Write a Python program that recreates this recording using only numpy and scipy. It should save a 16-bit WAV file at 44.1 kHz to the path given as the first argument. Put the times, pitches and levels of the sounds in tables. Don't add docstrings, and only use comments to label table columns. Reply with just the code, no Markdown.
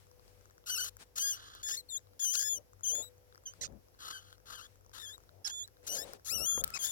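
import sys
import numpy as np
from scipy import signal
from scipy.fft import rfft, irfft, next_fast_len
from scipy.io import wavfile
from scipy.ndimage import uniform_filter1d, map_coordinates

SR = 44100
rng = np.random.default_rng(int(sys.argv[2]) if len(sys.argv) > 2 else 0)


def store_pcm(level_fs):
    pcm = np.round(np.clip(level_fs, -1, 1) * 32767).astype(np.int16)
    wavfile.write(sys.argv[1], SR, np.atleast_2d(pcm).T)


def undo_db(level):
    steps = np.asarray(level, float) / 20
    return 10 ** steps


N = 304731
TIME = np.arange(N) / SR


def unit(x):
    return x / np.sqrt(np.mean(x ** 2) + 1e-20)


def along(points, hz):
    f, v = np.transpose(points)
    return np.interp(np.log(hz + 1), np.log(f + 1), v)


def wobble(rate, size=N):
    knots = rng.standard_normal(int(size * rate / SR) + 4)
    return map_coordinates(knots, [np.arange(size) * rate / SR])


def swell(start, end, db, edge):
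    return undo_db(db) * np.clip(np.minimum(TIME - start, end - TIME) / edge, 0, 1)


# pitch_hz, likeness (-1 to 1)
PORT_LIKENESS = [(300, 0.37), (1200, -0.17)]


def rush(gain, right_db):
    m = next_fast_len(N)
    hz = np.fft.rfftfreq(m, 1 / SR)
    turn = np.arccos(np.clip(along(PORT_LIKENESS, hz), -1, 1)) / 2
    spectra = rfft(rng.standard_normal((2, m))) * gain(hz)
    mid, side = irfft(spectra * [np.cos(turn), np.sin(turn)], m)[:, :N]
    return unit(np.array([mid + side, mid - side])) * undo_db([[0], [right_db]])


# pitch_hz, gain_db
AIR_COLOUR = [(20, -55), (60, -2), (220, -19), (500, -12.5), (900, -22.5), (4000, -33), (5500, -27),
              (8500, -36.5), (12000, -27.5), (15500, -32.5)]
# pitch_hz, level_db (rms, left port), width_hz
HUM_LINES = [(47.9, -69, 10), (97, -65.5, 6.6), (494.3, -69.5, 4)]


def room():
    air = undo_db(-66.0 + wobble(3.72)) * rush(lambda hz: undo_db(along(AIR_COLOUR, hz)), right_db=-2.0)
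    hum = 0
    for line_hz, level_db, width_hz in HUM_LINES:
        hum = hum + undo_db(level_db) * rush(
            lambda hz: 1 / (1 + (2 * (hz - line_hz) / width_hz) ** 2), right_db=-10.5)
    return air + hum


# pitch_hz, gain_db
FUR_COLOUR = [(1500, -1.5), (5000, -4), (9000, -6), (16000, -20)]
# start_s, end_s, level_db
FUR_BRUSHES = [(.985, 1.045, -55), (5.83, 6.18, -60), (6.64, 6.96, -57)]


def fur():
    hiss = undo_db(2.5 * wobble(14)) * rush(lambda hz: undo_db(along(FUR_COLOUR, hz)), right_db=-5)
    passing = sum(swell(*row, edge=.02) for row in FUR_BRUSHES)
    return (passing + undo_db(-78 + 6 * wobble(9))) * hiss


# start_s, level_db (played 12 dB higher), treble_db (crack)
CLEAR_CLICKS = [(0.9686, -52.5, 8), (1.551, -53, 7), (2.9528, -47.5, 18.5), (3.537, -53.5, -4),
                (4.328, -51, -1), (5.18, -52, -11), (5.677, -64.5, 19), (6.1345, -46.5, 5.5),
                (6.6393, -47.5, 24.5), (6.6433, -41.5, 20), (6.6777, -53.5, 20.5), (6.704, -49, 10)]
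# pitch_hz (scattered from click to click), level_db, t60_s
MOUTH_RING = [(1400, 0, .008), (5400, -1, .004)]


def clicks():
    chance = rng.random((110, 3))
    faint_s = chance[:, 0] * N / SR
    faint_db = -65 + 11 * chance[:, 1] ** 2
    faint = np.c_[faint_s, faint_db, -18 + 12 * chance[:, 2]]
    out, t = np.zeros(N + SR), TIME[:400]
    for start_s, level_db, treble_db in [*CLEAR_CLICKS, *faint]:
        ring = sum(undo_db(db - 60 * t / t60) * np.sin(2 * np.pi * hz * rng.normal(1, 0.18) * t)
                   for hz, db, t60 in MOUTH_RING)
        bright_noise = np.diff(rng.standard_normal(len(t) + 1)) / 2
        crack = undo_db(treble_db - 60 * t / .006) * bright_noise
        out[round(start_s * SR):][:len(t)] += undo_db(level_db + 12) * (ring + crack)
    return out[:N] * np.array([[1], [-.45]])


# pitch_hz, open_db (pup in the open), buried_db (pup under the mother)
THROAT_GAINS = [(790, -13, -4.5), (1290, -16, 20.5), (2350, -10, -27.5), (3000, -16, 4), (4410, -4.5, -3),
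                (5100, -5, -18), (6676, 5.5, -17.5), (8460, -17, -34), (9180, -9, -18.5),
                (13340, -13.5, -19.5), (14100, -15.5, -35)]


def throat(hz, buried, bright_db):
    f, open_db, buried_db = np.transpose(THROAT_GAINS)
    gain_db = np.interp(hz, f, open_db + buried * (buried_db - open_db))
    tilt_db = bright_db * np.log2((hz + 1000) / 6000)
    return undo_db(gain_db + tilt_db) * (hz < 16000)


def stack(phase, hz, orders, colour, spread):
    gains = [throat(k * hz, *colour) for k in orders]
    lines = [g * undo_db(spread * wobble(303.0, len(hz))) * np.sin(k * phase + k * k)
             for k, g in zip(orders, gains)]
    return sum(lines) / np.sqrt(sum(g * g for g in gains) / 2)


def rasp(phase, strain, colour):
    n = len(phase)
    slips = np.cumsum(wobble(800, n)) * 2 * np.pi * 115 / SR
    cycles = sum(undo_db(4 * wobble(600, n)) * np.sin(k * (phase / 2 + slips) + k * k) for k in range(1, 18))
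    voiced = unit(cycles) * (1 - colour[0]) * (1 - .6 * strain ** 4)
    breath = (.22 + .45 * strain ** 4) * rng.standard_normal(n)
    shaped = irfft(rfft(voiced + breath) * throat(np.fft.rfftfreq(n, 1 / SR), *colour), n)
    return unit(shaped) * undo_db(2.2 * wobble(140, n))


def at_ports(call, right_db):
    late = np.roll(call, round(.0003 * SR))
    round_box = signal.lfilter(*signal.iirpeak(5730, 1.4, SR), late)
    right = undo_db(-17.5) * call + undo_db(right_db) * round_box
    return np.array([call, -right]) * undo_db(-max(right_db, 0))


# time_s, pitch_hz, effort_db
SQUEAK_PATHS = [
    [(0.658, 2610, -48), (0.69, 3000, -35.5), (0.75, 2953, -32.5), (0.774, 2573, -34.5), (0.79, 3130, -38),
     (0.81, 2880, -35), (0.826, 3090, -33), (0.897, 2556, -44)],
    [(1.155, 2620, -42), (1.215, 3080, -30), (1.24, 3250, -31), (1.31, 3316, -31.5), (1.342, 2810, -39),
     (1.36, 3000, -49), (1.375, 3060, -53)],
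    [(1.33, 3240, -47.5), (1.625, 3267, -51.5)],
    [(1.628, 3516, -38.5), (1.73, 3370, -33), (1.77, 3640, -40), (1.777, 4360, -36), (1.815, 3960, -50.5)],
    [(1.886, 4250, -47), (1.897, 4400, -47), (1.9, 3700, -42), (1.97, 3282, -31.5), (1.98, 3900, -40),
     (1.99, 3760, -63)],
    [(2.192, 3410, -35), (2.24, 3145, -27), (2.295, 3000, -29.5), (2.33, 3170, -30.5), (2.39, 3096, -28.5),
     (2.45, 3466, -33.5), (2.53, 3416, -28.5), (2.587, 2905, -43.5)],
    [(2.832, 3474, -33), (2.852, 2990, -32.5), (2.875, 3250, -28), (2.9, 3023, -28.5), (2.962, 3474, -32),
     (3.02, 3446, -37), (3.033, 3913, -43), (3.092, 3860, -56.5)],
    [(3.452, 3030, -70), (3.46, 3234, -38.5), (3.48, 2970, -42), (3.53, 3240, -63)],
    [(3.609, 1744, -32.5), (3.622, 2217, -34), (3.655, 1228, -35.5), (3.672, 1210, -49)],
    [(3.985, 3000, -60), (4.04, 3206, -45.5), (4.18, 3037, -46.5), (4.208, 3060, -57.5), (4.36, 3000, -63)],
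    [(4.455, 2900, -55.5), (4.55, 3270, -44.5), (4.6, 2796, -48), (4.645, 3230, -51), (4.672, 3470, -51)],
    [(4.93, 3400, -51), (5.0, 3620, -45.5), (5.05, 3480, -43.5), (5.078, 3250, -43.5), (5.13, 3530, -48),
     (5.14, 3880, -47), (5.165, 3750, -56)],
    [(5.443, 5170, -37), (5.455, 5690, -31), (5.47, 5070, -34), (5.484, 3000, -30.5)],
    [(5.445, 1644, -43), (5.515, 1610, -42.5)],
    [(5.495, 3280, -44), (5.53, 3430, -38), (5.565, 3494, -38.5), (5.62, 3370, -36), (5.64, 3520, -40.5),
     (5.644, 4060, -47), (5.662, 3900, -51)],
    [(5.865, 2760, -36.5), (5.955, 3100, -33.5), (5.97, 3250, -35.5), (6.02, 3560, -44), (6.048, 3970, -46)],
    [(6.245, 1460, -46.5), (6.29, 1743, -35), (6.31, 2450, -31), (6.355, 3000, -30.5), (6.392, 2634, -34),
     (6.45, 2933, -32), (6.47, 3296, -28.5), (6.5, 3373, -27), (6.605, 3250, -34.5), (6.617, 3660, -34)],
    [(6.737, 2550, -32), (6.76, 2597, -35.5), (6.782, 2250, -38)],
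    [(6.788, 3390, -39.5), (6.83, 3110, -32), (6.85, 3300, -28), (6.89, 3580, -36), (6.92, 3250, -34)],
]
# right_db (late band at the right port against the left), buried (0-1),
# hoarse_db (rasp against the effort), bright_db (per octave)
PUP_VOICES = [(-4.5, 0.44, -9, 5), (-5, 0.28, -9, 4), (6.5, 0.66, -1.5, 0), (-5.5, 0.15, -11, 0.5),
              (-11.5, 0.01, -24, -4), (-13, 0.12, -19, 2), (-16, 0, -21.5, -1.5), (3, 0.14, -15, -5),
              (11, 0.2, -4, -2.5), (-1, 0.62, -3, 2.5), (-5.5, 0.56, -1, 1.5), (-10, 0.51, -12, 2),
              (16, 0.03, -13.5, -4), (-0.5, 0.49, -3.5, 2.5), (8, 0.31, -25, -2), (-8, 0.23, -9.5, 4),
              (-14.5, 0.25, -19, 5), (-14, 0, -19, -7.5), (-13.5, 0.36, -10, 6.5)]
# start_s, end_s, level_db (half-pitch lines against the whistle)
HALF_PITCH = [(0.66, 0.714, 0), (0.774, 0.82, 1.5), (1.216, 1.3, -8.5), (1.662, 1.765, -8.5),
              (2.332, 2.388, -13), (2.39, 2.491, -6.5), (4.125, 4.175, 1.5), (5.028, 5.057, -7.5),
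              (5.083, 5.118, -8.5), (5.964, 6.036, 1)]
# start_s, end_s, share (of the power, 0-1, before it flickers)
VOICE_BREAKS = [(0.656, 0.701, 0.65), (0.843, 0.892, 0.89), (1.15, 1.195, 0.91), (1.375, 1.631, 0.75),
                (1.686, 1.767, 0.61), (2.191, 2.254, 0.28), (2.333, 2.378, 0.53), (2.398, 2.432, 0.56),
                (3.99, 4.125, 0.96), (4.21, 4.359, 0.7), (4.455, 4.544, 1), (4.918, 4.988, 0.97),
                (4.986, 5.024, 0.47), (5.478, 5.498, 0.48), (5.854, 5.888, 0.81), (5.954, 5.98, 1),
                (6.236, 6.282, 0.98), (6.749, 6.788, 0.42), (6.83, 6.879, 0.36)]


def squeaks():
    tip_s = 0.00476
    flicker, sag = .55, .13
    out = np.zeros((2, N))
    half = sum(swell(*row, edge=0.0047) for row in HALF_PITCH)
    broken = sum(share * swell(a - tip_s, b + tip_s, 0, edge=tip_s) for a, b, share in VOICE_BREAKS)
    for path, (right_db, buried, hoarse_db, bright_db) in zip(SQUEAK_PATHS, PUP_VOICES):
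        s, *cols = np.transpose(path)
        span = slice(int(s[0] * SR), min(int(s[-1] * SR), N))
        t = TIME[span]
        hz, effort_db = (uniform_filter1d(np.interp(t, s, c), size=300) for c in cols)
        strain = np.clip(broken[span], 0, 1)
        colour = buried, bright_db
        muffled = buried, bright_db - 4 * buried

        flips = flicker * np.sqrt(strain * (1 - strain)) * wobble(160, len(t))
        share = np.clip(np.clip(strain + flips, 0, 1) + undo_db(2 * hoarse_db), 0, 1)
        unsteady = .002 + .04 * np.clip(share, 0, .5)
        bent_hz = hz * (1 - sag * flips + unsteady * wobble(250, len(t)))
        phase = 2 * np.pi * np.cumsum(bent_hz) / SR

        whistle = stack(phase, hz, np.arange(1, 9), muffled, spread=0.16)
        whistle += half[span] * stack(phase / 2, hz / 2, np.arange(1, 12, 2), muffled, spread=2.5)
        voice = np.sqrt(1 - share) * whistle + np.sqrt(share) * rasp(phase, strain, colour)
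        edge = np.clip(np.minimum(t - s[0], s[-1] - t) / 0.004, 0, 1)
        out[:, span] += at_ports(edge * undo_db(effort_db) * voice, right_db)
    return out


# start_s, end_s, scrape_db, bump_db
BODY_SCRAPES = [(2.427, 2.656, -54.5, -83), (2.871, 3.074, -47, -76), (3.532, 3.834, -59.5, -58.5),
                (5.274, 5.47, -59, -65.5), (5.815, 6.214, -48.5, -67), (6.271, 6.516, -53.5, -51),
                (6.493, 6.736, -55.5, -48)]


def scrapes():
    scrape = undo_db(3.3 * wobble(30)) * rush(lambda hz: 1 / (1 + ((hz - 540) / 190) ** 2), right_db=-11.0)
    bump = undo_db(5.2 * wobble(8.8)) * rush(lambda hz: hz / 100 / (1 + (hz / 100) ** 3), right_db=-15.5)
    out = 0
    for start_s, end_s, scrape_db, bump_db in BODY_SCRAPES:
        rounded = swell(start_s, end_s, scrape_db, edge=0.068) ** 2 / undo_db(scrape_db)
        out = out + rounded * scrape + swell(start_s, end_s, bump_db, edge=0.091) * bump
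    return out


# start_s, end_s, level_db (left port)
WHIRR_SPAN = (6.25, 6.79, -60)


def whirr():
    band = rush(lambda hz: 1 / (1 + ((hz - 1320) / 60) ** 2), right_db=6.0)
    return swell(*WHIRR_SPAN, edge=.03) * band


# start_s, level_db (before the wall's own gains)
BOX_KNOCK = (6.578, -35)
# pitch_hz, level_db (against the knock), t60_s
WALL_RING = [(510, 5.5, 0.027), (1010, 8.7, 0.0079)]


def knock():
    start_s, level_db = BOX_KNOCK
    t = np.clip(TIME - start_s, 0, None)
    ring = sum(undo_db(db - 60 * t / t60) * np.sin(2 * np.pi * hz * t) for hz, db, t60 in WALL_RING)
    return undo_db(level_db) * ring * np.array([[1], [.3]])


def box(x):
    tail = rng.standard_normal((2, 3000)) * undo_db(-60 * TIME[:3000] / 0.18)
    return signal.fftconvolve(x, tail / np.linalg.norm(tail[0]), axes=1)[:, :N]


def scene():
    near = clicks() + squeaks() + knock()
    return room() + fur() + near + undo_db(-28) * box(near) + scrapes() + whirr()


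def low_pass(x):
    return signal.sosfilt(signal.butter(12, 17120, fs=SR, output="sos"), x)


def record(dry):
    return low_pass(dry)


dry = scene()
out = record(dry)
store_pcm(out)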